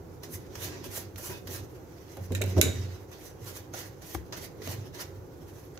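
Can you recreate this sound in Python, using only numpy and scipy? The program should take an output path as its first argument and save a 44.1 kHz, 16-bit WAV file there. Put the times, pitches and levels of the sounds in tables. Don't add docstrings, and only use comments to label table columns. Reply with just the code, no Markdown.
import sys
import numpy as np
from scipy import signal
from scipy.fft import rfft, irfft, next_fast_len
from scipy.io import wavfile
from scipy.ndimage import uniform_filter1d, map_coordinates

SR = 44100
rng = np.random.default_rng(int(sys.argv[2]) if len(sys.argv) > 2 else 0)


def to_linear_factor(level_db):
    exponent = np.asarray(level_db, float) / 20
    return 10 ** exponent


def int16_out(signal):
    q = np.round(np.clip(np.atleast_2d(signal).T, -1, 1) * 32767)
    wavfile.write(sys.argv[1], SR, q.astype(np.int16))


N = 255620
LEAD_SAMPLES = 7


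def unit(x):
    return x / np.sqrt(np.mean(x ** 2) + 1e-20)


def along(points, hz):
    f, v = np.transpose(points)
    return np.interp(np.log(hz + 1), np.log(f + 1), v)


def curves(rows):
    s, *cols = np.transpose(rows)
    return [np.interp(np.arange(N) / SR, s, c) for c in cols]


def wobble(rate_hz):
    knots = rng.standard_normal(int(N * rate_hz / SR) + 4)
    return map_coordinates(knots, [np.arange(N) * rate_hz / SR])


def filtered(x, response):
    m = next_fast_len(x.shape[-1] + SR // 2)
    return irfft(rfft(x, m) * response(np.fft.rfftfreq(m, 1 / SR)), m)[..., :x.shape[-1]]


def spread(pair, spectrum):
    # f/Hz, correlation
    alike = [(100, 0.92), (400, 0.69), (1200, 0.045), (6000, 0.15), (9000, 0.84), (15000, 0.93)]
    turn = lambda hz: np.arccos(np.clip(along(alike, hz), -1, 1)) / 2
    mid, side = filtered(pair, lambda hz: to_linear_factor(along(spectrum, hz)) * [np.cos(turn(hz)), np.sin(turn(hz))])
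    return unit(np.array([mid + side, mid - side]))


def swells(rows, swing=1, lift_db=0):
    swell_db, pointed = 26, 1.175
    s, db, rise, fall = np.transpose(rows)[:4, :, None]
    late = np.arange(0, N + 64, 32) / SR - s
    far = np.abs(late) / np.where(late < 0, rise, fall)
    gain = np.linalg.norm(to_linear_factor(db + lift_db - swing * swell_db * far ** pointed), axis=0)
    return np.interp(np.arange(N) / SR, late[0] + s[0], gain)


def ring(modes, t, scatter_db, free=1, blur=0):
    out = 0
    for hz, db, t60 in modes:
        level = to_linear_factor(db + scatter_db * rng.standard_normal() - 60 * t / (free * t60))
        drift = blur * np.cumsum(rng.standard_normal(len(t)))
        out = out + level * np.sin(2 * np.pi * hz * t + drift)
    return out


def resonances(f, modes):
    return sum((-1) ** k * to_linear_factor(g) * 1j * f * w / (c * c - f * f + 1j * f * w)
               for k, (c, w, g) in enumerate(modes))


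def hum():
    # f/Hz, density/(dB per Hz)
    low_spectrum = [(18, -54), (33, -10.5), (97, -1.5), (167, -7), (221, -18), (310, -6), (370, -4.5),
                    (430, -9.5), (520, -8.5), (600, -19.5), (754, -17.5), (1500, -28.5), (1950, -59),
                    (3300, -120)]
    # f/Hz, density/(dB per Hz)
    air_spectrum = [(710, -34.5), (1200, -29), (1400, -2.5), (1680, -3), (1980, -8.5), (2040, -6.5),
                    (3290, -15.5), (7660, -15), (8630, -28.5), (14500, -13), (16000, -21.5)]
    low = to_linear_factor(-47 + 0.77 * wobble(2.99)) * spread(rng.standard_normal((2, N)), low_spectrum)
    air = to_linear_factor(-66.5 + 0.9 * wobble(5.9)) * spread(rng.standard_normal((2, N)), air_spectrum)
    return low + air


def modal(x, upper_db):
    # f/Hz, width/Hz, level/dB
    tray_modes = [(119.6, 44, 0.5), (196, 27, -1), (252, 114, -3), (390, 79, 1), (481, 74, -4.5),
                  (552, 23, -1), (633, 85, -11), (870, 190, -54)]
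    modes = [(c, w, g + upper_db * (c > 450)) for c, w, g in tray_modes]
    soft = lambda f: 1 / (1 + 1j * f / (1200 * to_linear_factor(upper_db))) ** 2
    return filtered(x, lambda f: soft(f) * resonances(f, modes))


def worktop():
    # t/s, level/dB, rise/s, fall/s
    pushes = [(.36, -35, 0.041, 0.043), (.71, -43.5, 0.92, .06), (.78, -39, 0.034, 0.047),
              (1.07, -43, 0.64, 0.065), (1.16, -38, .05, 0.11), (1.3, -38, 0.018, 0.11),
              (1.48, -39, 0.066, 0.27), (1.63, -37, 0.12, 0.031), (2.216, -33.5, 0.042, 0.096),
              (2.32, -28.5, 0.044, 0.59), (2.46, -26, 0.23, 0.21), (2.593, -12, 0.05, 0.03),
              (2.698, -23.5, 0.166, 0.026), (2.784, -28.5, 0.11, 0.3), (2.94, -37, .1, .08),
              (3.426, -44, 0.038, 0.34), (3.73, -45, 0.061, 0.16), (3.93, -45, 0.25, 0.0099),
              (3.99, -49, .025, .3), (4.17, -39.5, 0.034, 0.081), (4.28, -50.5, .06, 0.62),
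              (4.694, -34, 0.067, 0.062), (4.818, -34, 0.24, 0.061), (5.095, -45.5, 0.4, 0.026),
              (5.21, -42, 0.085, .06), (5.465, -48, 0.17, 0.049), (5.526, -44, .05, 0.11)]
    # t/s, level/dB
    effort = [(0, -67), (.08, -53), (.72, -40.5), (1.25, -49), (1.52, -41), (2.15, -63), (2.31, -47),
              (2.524, -35), (2.656, -32), (3.0, -52), (3.58, -56), (4.49, -46), (4.82, -42.5), (5.02, -50),
              (5.27, -52), (5.41, -47), (5.8, -52)]
    # t/s, level/dB, length/s, upper modes/dB
    bumps = [(2.168, -43.5, 0.012, 6), (2.306, -33, 0.019, 0), (2.4087, -37, 0.033, 1.5),
             (2.566, -27, 0.0356, 1), (2.625, -35, 0.06, -1), (0.29, -48, 0.016, -9),
             (1.485, -47, 0.013, 8), (3.7405, -48.5, 0.0073, 9), (0.86, -47, 0.023, -9.5),
             (1.29, -42, 0.021, -6), (4.672, -38.5, 0.00544, 0.5), (1.19, -48, 0.0068, 6)]
    sway_hz, rock_ratio, rock_db, rest_db = 94, 1.24, -11.5, -33.5
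    phase = 2 * np.pi * np.cumsum(sway_hz * (1 + 0.049 * wobble(20))) / SR
    effort_db, = curves(effort)
    press = np.hypot(swells(pushes), to_linear_factor(effort_db + rest_db)) * to_linear_factor(0.67 * wobble(24.97))
    rock = to_linear_factor(rock_db + 5.1 * wobble(7.07)) * np.sin(rock_ratio * phase)
    octave = to_linear_factor(-17.0 + 2.7 * wobble(9.1)) * np.sin(2 * phase)
    sway = press * (np.sin(phase) + rock + octave)
    tray = to_linear_factor(effort_db - 7.5) * unit(modal(rng.standard_normal(N), upper_db=-3))
    for s, db, length, upper_db in bumps:
        n = round(length * SR)
        push = rng.standard_normal(SR // 10)[:n] * (1 + 0.5 * np.exp(-np.arange(n) / 150))
        body = modal(np.pad(push, (0, SR // 4)), upper_db)
        tray[round(s * SR):][:len(body)] += to_linear_factor(db) * body / np.std(body[:n])
    return sway, tray


def slips(share, spike_db, patchy_db):
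    size = to_linear_factor(np.minimum(spike_db * rng.exponential(1, N), 9)) * (rng.random(N) < share)
    noise = rng.standard_normal((2, N)) * (1 + np.convolve(size, np.hanning(24), "same"))
    z = signal.stft(noise, nperseg=256)[2]
    field = uniform_filter1d(rng.standard_normal(z.shape[1:]), size=2, axis=0)
    field = uniform_filter1d(field, size=14, axis=1)
    return signal.istft(z * to_linear_factor(patchy_db * unit(field)), nperseg=256)[1][:, :N]


def brush():
    # t/s, fizz/dB, rise/s, fall/s, rub above fizz/dB
    strokes = [(.345, -40, 0.061, 0.046, -7.5), (.648, -39.5, 0.11, 0.079, -1),
               (.972, -38, 0.083, 0.069, -5), (1.184, -45.5, 0.019, 0.13, -4),
               (1.258, -43, 0.077, 0.16, -4), (1.31, -49.5, 0.047, 0.04, 4),
               (1.535, -38.5, 0.054, 0.083, -4.5), (3.262, -50, 0.11, 0.071, -1.5),
               (3.488, -47.5, 0.1, 0.15, 0), (3.572, -45.5, 0.055, 0.049, -3),
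               (3.798, -46, 0.069, 0.064, -1), (4.07, -51.5, 0.051, 0.19, -2), (4.15, -48, 0.14, 0.029, -2),
               (4.374, -46.5, 0.023, 0.039, 4), (4.448, -46, 0.082, 0.045, 0.5),
               (4.668, -50, 0.085, .015, 4), (4.716, -41.5, 0.044, 0.055, 1.5),
               (5.018, -44.5, 0.06, 0.035, 4)]
    # t/s, fizz/dB, rise/s, fall/s, rub above fizz/dB
    scuffs = [(.238, -59.5, 0.027, .1, 2.5), (.55, -66, .01, 0.062, 10), (.74, -64, 0.16, 0.24, 14),
              (1.34, -63.5, 0.15, 0.057, 14), (4.8, -63.5, .1, 0.17, 7.5), (.42, -70.5, .05, 0.19, 6.5),
              (.845, -51.5, 0.016, 0.12, 1.5), (1.478, -61, 0.023, 0.089, 0), (1.65, -69.5, .1, 0.55, 4),
              (2.18, -63, 0.42, 0.068, 3.5), (2.262, -58.5, 0.15, 0.02, -6),
              (2.37, -57.5, 0.074, 0.035, 7.5), (2.5, -51, 0.075, 0.056, 3.5),
              (2.58, -52, 0.035, 0.053, 4.5), (2.8, -62, 0.64, 0.22, 12.5), (2.96, -66, .2, .03, 9),
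              (3.13, -59.5, 0.027, 0.076, 8), (3.742, -53, 0.013, 0.2, 3.5), (3.864, -57, .1, 0.078, 1.5),
              (4.022, -55.5, 0.013, .04, 7), (4.34, -66, 0.017, 0.037, 3), (4.95, -55, 0.027, 0.091, 6),
              (5.06, -65, .05, 0.21, 0), (5.58, -64.5, 0.42, 0.32, 1.5)]
    # t/s, peak/dB, t60/s, brightness/dB
    dabs = [(0.2326, -33, 0.12, -4), (0.5532, -28.5, 0.056, -7), (0.8395, -36.5, 0.08, -2),
            (1.1812, -35, 0.03, 1), (1.4711, -32.5, 0.08, -4), (2.1166, -46, 0.11, -2),
            (3.1148, -41, 0.052, -1), (3.737, -34, 0.06, -15), (4.0188, -42, 0.059, -2),
            (4.3235, -28, 0.15, -13), (4.6179, -39, 0.08, -9), (4.9422, -44, 0.096, -6)]
    # t/s, peak/dB, t60/s,
    # brightness/dB
    flicks = [(1.1584, -32, 0.034, -6), (2.169, -41, 0.038, 2), (2.137, -46, 0.018, 0),
              (2.3555, -30, .02, -3), (2.4385, -26, .018, -1), (2.5672, -32, .015, -4),
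              (2.657, -38, .015, 12), (2.4615, -39, .015, 9), (3.4441, -44, 0.032, 6),
              (4.1465, -28, 0.035, 0), (4.674, -24, 0.018, -1), (5.7745, -30, 0.019, -21)]
    # t/s, half length/s, f/Hz, level/dB
    squeaks = [(.72, .05, 5300, -65), (.72, .06, 1600, -57), (1.33, .03, 960, -54), (1.32, .04, 1550, -53),
               (1.348, .04, 2550, -50), (1.35, .03, 3600, -57), (1.275, .06, 6150, -61),
               (5.02, .06, 3150, -63), (3.78, .04, 2000, -58), (.245, .02, 6000, -59),
               (.34, .025, 6100, -58), (.965, .03, 6050, -60), (3.27, .04, 6100, -61)]
    # f/Hz, density/(dB per Hz)
    fizz_spectrum = [(3820, -19), (6500, -2.5), (8430, -3), (9370, -5), (11300, 1), (13900, -0.5),
                     (15500, -1.5), (16000, -31)]
    # f/Hz, density/(dB per Hz)
    rub_spectrum = [(350, -17), (600, 3.5), (779, -3.5), (1070, -1), (1200, -4.5), (1970, -0.5), (2160, -4),
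                    (3170, -5.5), (6190, -5), (9000, -21.5), (11700, -27.5), (19800, -120)]
    idle_db, idle_rub_db, rub_swing = -72.5, -70, 0.71
    t = np.arange(N) / SR
    contacts = np.array(list(strokes) + list(scuffs))
    ridges_db = 1.95 * wobble(45)
    fizz = to_linear_factor(ridges_db) * np.hypot(swells(contacts), to_linear_factor(idle_db))
    rub = np.hypot(swells(contacts, rub_swing, contacts[:, -1:]), to_linear_factor(idle_rub_db))
    rub = rub * to_linear_factor(ridges_db + 0.71 * wobble(70))
    for s, db, t60, bright_db in list(dabs) + list(flicks):
        age = np.maximum(t - s, 0)
        splat = to_linear_factor(db - 9.0 - 60 * age / t60) * (1 - np.exp(-age / 0.00053))
        fizz = np.hypot(fizz, to_linear_factor(bright_db - 1.5) * splat)
        rub = np.hypot(rub, splat)
    left, right = rub * spread(slips(share=0.0085, spike_db=-5.0, patchy_db=2.6), rub_spectrum)
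    song = np.zeros(N)
    for s, half, hz, db in squeaks:
        near = np.abs(t - s) < 3 * half
        swell = to_linear_factor(db) * np.exp(-((t[near] - s) / half) ** 2)
        song[near] += swell * ring([(hz, 0, 1e3)], t[near], scatter_db=2, blur=0.075)
    hiss = fizz * spread(slips(share=0.0065, spike_db=-3.5, patchy_db=2.4), fizz_spectrum)
    return hiss + [left + song, np.roll(right + song, LEAD_SAMPLES)]


def pings():
    # t/s, f/Hz, level/dB, rise/s, t60/s
    answers = [(2.305, 486, -37, 0.0066, .06), (2.313, 390, -21.5, 0.011, 0.073),
               (2.350, 2430, -31, 0.0015, 0.03), (2.355, 1800, -33, 0.0015, .03),
               (2.354, 3800, -34, .002, 0.04), (2.350, 7240, -35.5, 0.0012, 0.051),
               (2.409, 599, -29.5, 0.0023, 0.083), (2.409, 1750, -34, .001, .015),
               (2.418, 415, -20, 0.0089, 0.094), (2.419, 2420, -28.5, 0.001, 0.025),
               (2.422, 3780, -33, .001, 0.025), (2.419, 7900, -31, 0.00085, .025),
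               (2.567, 930, -35.5, 0.0024, 0.078), (2.566, 377, -21, 0.003, 0.09),
               (2.570, 520, -23, .003, .07), (2.584, 610, -17, 0.005, 0.06), (2.598, 540, -21, .003, .05),
               (2.322, 520, -28, .003, .04), (2.588, 385, -19, .006, .05), (2.591, 264, -32, .008, .1),
               (2.614, 2200, -22, 0.0011, .03), (2.615, 2950, -25, .002, .03),
               (2.614, 7900, -24, .0006, .02), (4.1465, 800, -31, .0005, .015),
               (4.1497, 1600, -31, .0004, .014), (2.41, 420, -27, .001, .04), (2.636, 408, -26, 0.0099, .1),
               (2.66, 417, -24, .006, 0.081), (2.655, 244, -27, 0.007, .09), (3.736, 616, -36, .003, 0.05),
               (3.743, 750, -26.5, 0.0016, 0.021), (3.737, 1416, -40, 0.0018, 0.061),
               (4.600, 456, -34, .003, 0.034), (4.618, 428, -28, 0.0015, 0.034),
               (4.618, 1990, -35.5, .002, .025), (4.673, 650, -27, 0.00089, 0.029)]
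    turn_rad = 1.4
    out, t = np.zeros((2, N)), np.arange(SR // 4) / SR
    for s, hz, db, rise, t60 in answers:
        swell = to_linear_factor(db - 60 * t / t60) * (1 - np.exp(-t / rise))
        lag = np.array([[turn_rad * hz / (hz + 250)], [0]])
        out[:, round(s * SR):][:, :len(t)] += swell * np.sin(2 * np.pi * hz * t - lag)
    return out


def shadowed(pair, lean_db):
    sides = np.array([[.5], [-.5]])
    shade = lambda f: to_linear_factor(lean_db * f ** 4 / (f ** 4 + 6500.0 ** 4) * sides)
    return filtered(np.pad(pair, ((0, 0), (64, 0))), shade)[:, 64:]


def bowl():
    # t/s, peak/dB, ring/dB, crack t60/s, treble left above right/dB
    clinks = [
        (2.3202, -33, -25.5, 0.054, -12),
        (2.3497, -23, -15, 0.04, -2),
        (2.415, -25, -23, 0.023, -13),
        (2.4185, -18, -14, 0.029, 11),
        (2.579, -32, -20, 0.084, -1),
        (2.6133, -4, -20.5, 0.02, -12),
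    ]
    # f/Hz, level/dB, t60/s
    bowl_modes = [(1505, -9, .3), (2217, -11, .15), (2338, -12, .12), (2972, -8, .3), (3729, -6, .42),
                  (3762, -3, .5), (3801, -7, .42), (4037, -13, .3), (4904, -16, .4), (6024, -15, .4),
                  (4506, -12, .2), (6372, -13, .3), (6657, -7, .35), (6768, -10, .35), (6836, -9, .3),
                  (6915, -3, .36), (7050, -8, .33), (7876, -9, .36), (9292, -11, .3), (10900, -15, .3),
                  (11353, -12, .32), (11990, -12, .32), (13000, -15, .3), (13220, -15, .25)]
    # f/Hz, density/(dB per Hz)
    crack = [(530, -36), (950, -18), (1400, -6), (2390, 6), (4800, -21), (7400, 4), (10100, -6.5),
             (13200, -6), (16000, -14), (20000, -14)]
    # f/Hz, width/Hz, level/dB
    bands = [(1520, 400, -1), (2300, 500, 1), (2840, 550, 0), (3870, 450, 1.5), (5250, 1200, -6),
             (6900, 500, 0), (7930, 600, -1.5), (9240, 500, -2), (11500, 1100, -5), (12800, 870, -5.5),
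             (14650, 1000, -6)]
    # f/Hz, density/(dB per Hz)
    wash = [(450, -30), (800, -2), (1500, 3), (2800, 2), (5000, -6), (7000, 3), (8500, -12), (12000, -7),
            (16000, -14)]
    held, let_go = 0.07, 1
    shimmer_db, shimmer_t60_s = -27, .5
    direct, t = np.zeros((2, N)), np.arange(SR // 2) / SR
    for s, db, ring_db, t60, lean_db in clinks:
        free = let_go if s == clinks[-1][0] else held
        noise = rng.standard_normal((2, 2, len(t)))
        tick = 1.7 * to_linear_factor(-60 * t / .009) * spread(noise[0], crack)
        crowd = unit(filtered(noise[1], lambda f: resonances(f, bands) ** 2))
        rattle = 0.97 * to_linear_factor(-60 * t / t60) * crowd
        left, right = shadowed((tick + rattle) * (1 - np.exp(-t / 0.0002)), lean_db)
        shared, own = [ring(bowl_modes, t, scatter_db=1.5, free=free, blur=0.019) for port in range(2)]
        tone = to_linear_factor(ring_db) * (shared + 0.4 * np.array([own, -own]))
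        faint = 0.6 * crowd[0] + 0.58 * crowd + 0.7 * spread(noise[0, :, ::-1], wash)
        shimmer = to_linear_factor(shimmer_db - 60 * t / (shimmer_t60_s * free)) * faint
        rim = shadowed(tone + shimmer, lean_db=5) * (1 - np.exp(-t / 0.0011))
        clink = to_linear_factor(db - 7.5) * ([np.roll(left, LEAD_SAMPLES), right] + rim)
        direct[:, round(s * SR):][:, :len(t)] += clink
    return direct


def knock():
    # t/s, level/dB, left above right/dB
    s, db, lean_db = (4.1492, -24, 12)
    # t/s, f/Hz, level/dB, t60/s
    late, hz, sway_db, t60 = (4.1575, 71, -34, 0.37)
    # f/Hz, level/dB, t60/s
    stand_modes = [(141, -11, 0.055), (334, -4, 0.09), (410, -7, 0.026), (787, -3, 0.027),
                   (1130, -5, 0.021), (2120, -8, 0.016)]
    out, t = np.zeros(N), np.arange(SR // 4) / SR
    hit = to_linear_factor(db) * ring(stand_modes, t, scatter_db=-1.0) * (1 - np.exp(-t / 0.00079))
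    out[round(s * SR):][:len(t)] += hit
    out[round(late * SR):][:len(t)] += to_linear_factor(sway_db - 60 * t / t60) * np.sin(2 * np.pi * hz * t)
    return out * to_linear_factor([[lean_db / 2], [-lean_db / 2]])


def room(x):
    # f/Hz, t60/s
    kitchen = [(200, 0.38), (2000, 0.35), (7000, 0.2), (14000, 0.14)]
    hz, t, z = signal.stft(rng.standard_normal((2, SR * 3 // 5)), SR, nperseg=256)
    tail = signal.istft(z * to_linear_factor(-60 * t / along(kitchen, hz)[:, None]), SR, nperseg=256)[1]
    late = np.pad(x, (200, 0))[None]
    return signal.fftconvolve(late, tail / np.linalg.norm(tail[0]), axes=1)[:, :N]


def scene():
    bristles, rim, (sway, tray), panel = brush(), bowl(), worktop(), pings()
    near = to_linear_factor(0.5) * bristles + rim + sway + tray + knock() + panel
    answer = to_linear_factor(-8.5) * room(bristles[0]) + to_linear_factor(-8) * room(rim[1])
    answer = answer + to_linear_factor(-4.5) * room(tray + to_linear_factor(-7) * panel[1])
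    return near + answer + hum()


def top_cut(x):
    return signal.sosfilt(signal.butter(12, 17150, fs=SR, output="sos"), x)


def record(dry):
    # f/Hz, level/dB
    limits = [(20, -17), (45, -3), (65, 0), (15750, 0), (16000, -24), (17200, -36), (17600, -120)]
    # f/Hz, half width/Hz, level/dB
    housing = [(6050, 460, 3.5), (8340, 430, -4)]
    # f/Hz, left above right/dB
    lean = [(100, -2), (1000, -2.5), (3000, -4), (6000, -6), (10000, -3), (15000, -2.5)]
    sides = np.array([[.5], [-.5]])
    bumps_db = lambda hz: sum(db * np.exp(-((hz - c) / half) ** 2) for c, half, db in housing)
    ports = filtered(dry, lambda hz: to_linear_factor(along(limits, hz) + bumps_db(hz) + along(lean, hz) * sides))
    return top_cut(np.clip(ports, -.97, .97))


dry = scene()
out = record(dry)
int16_out(out)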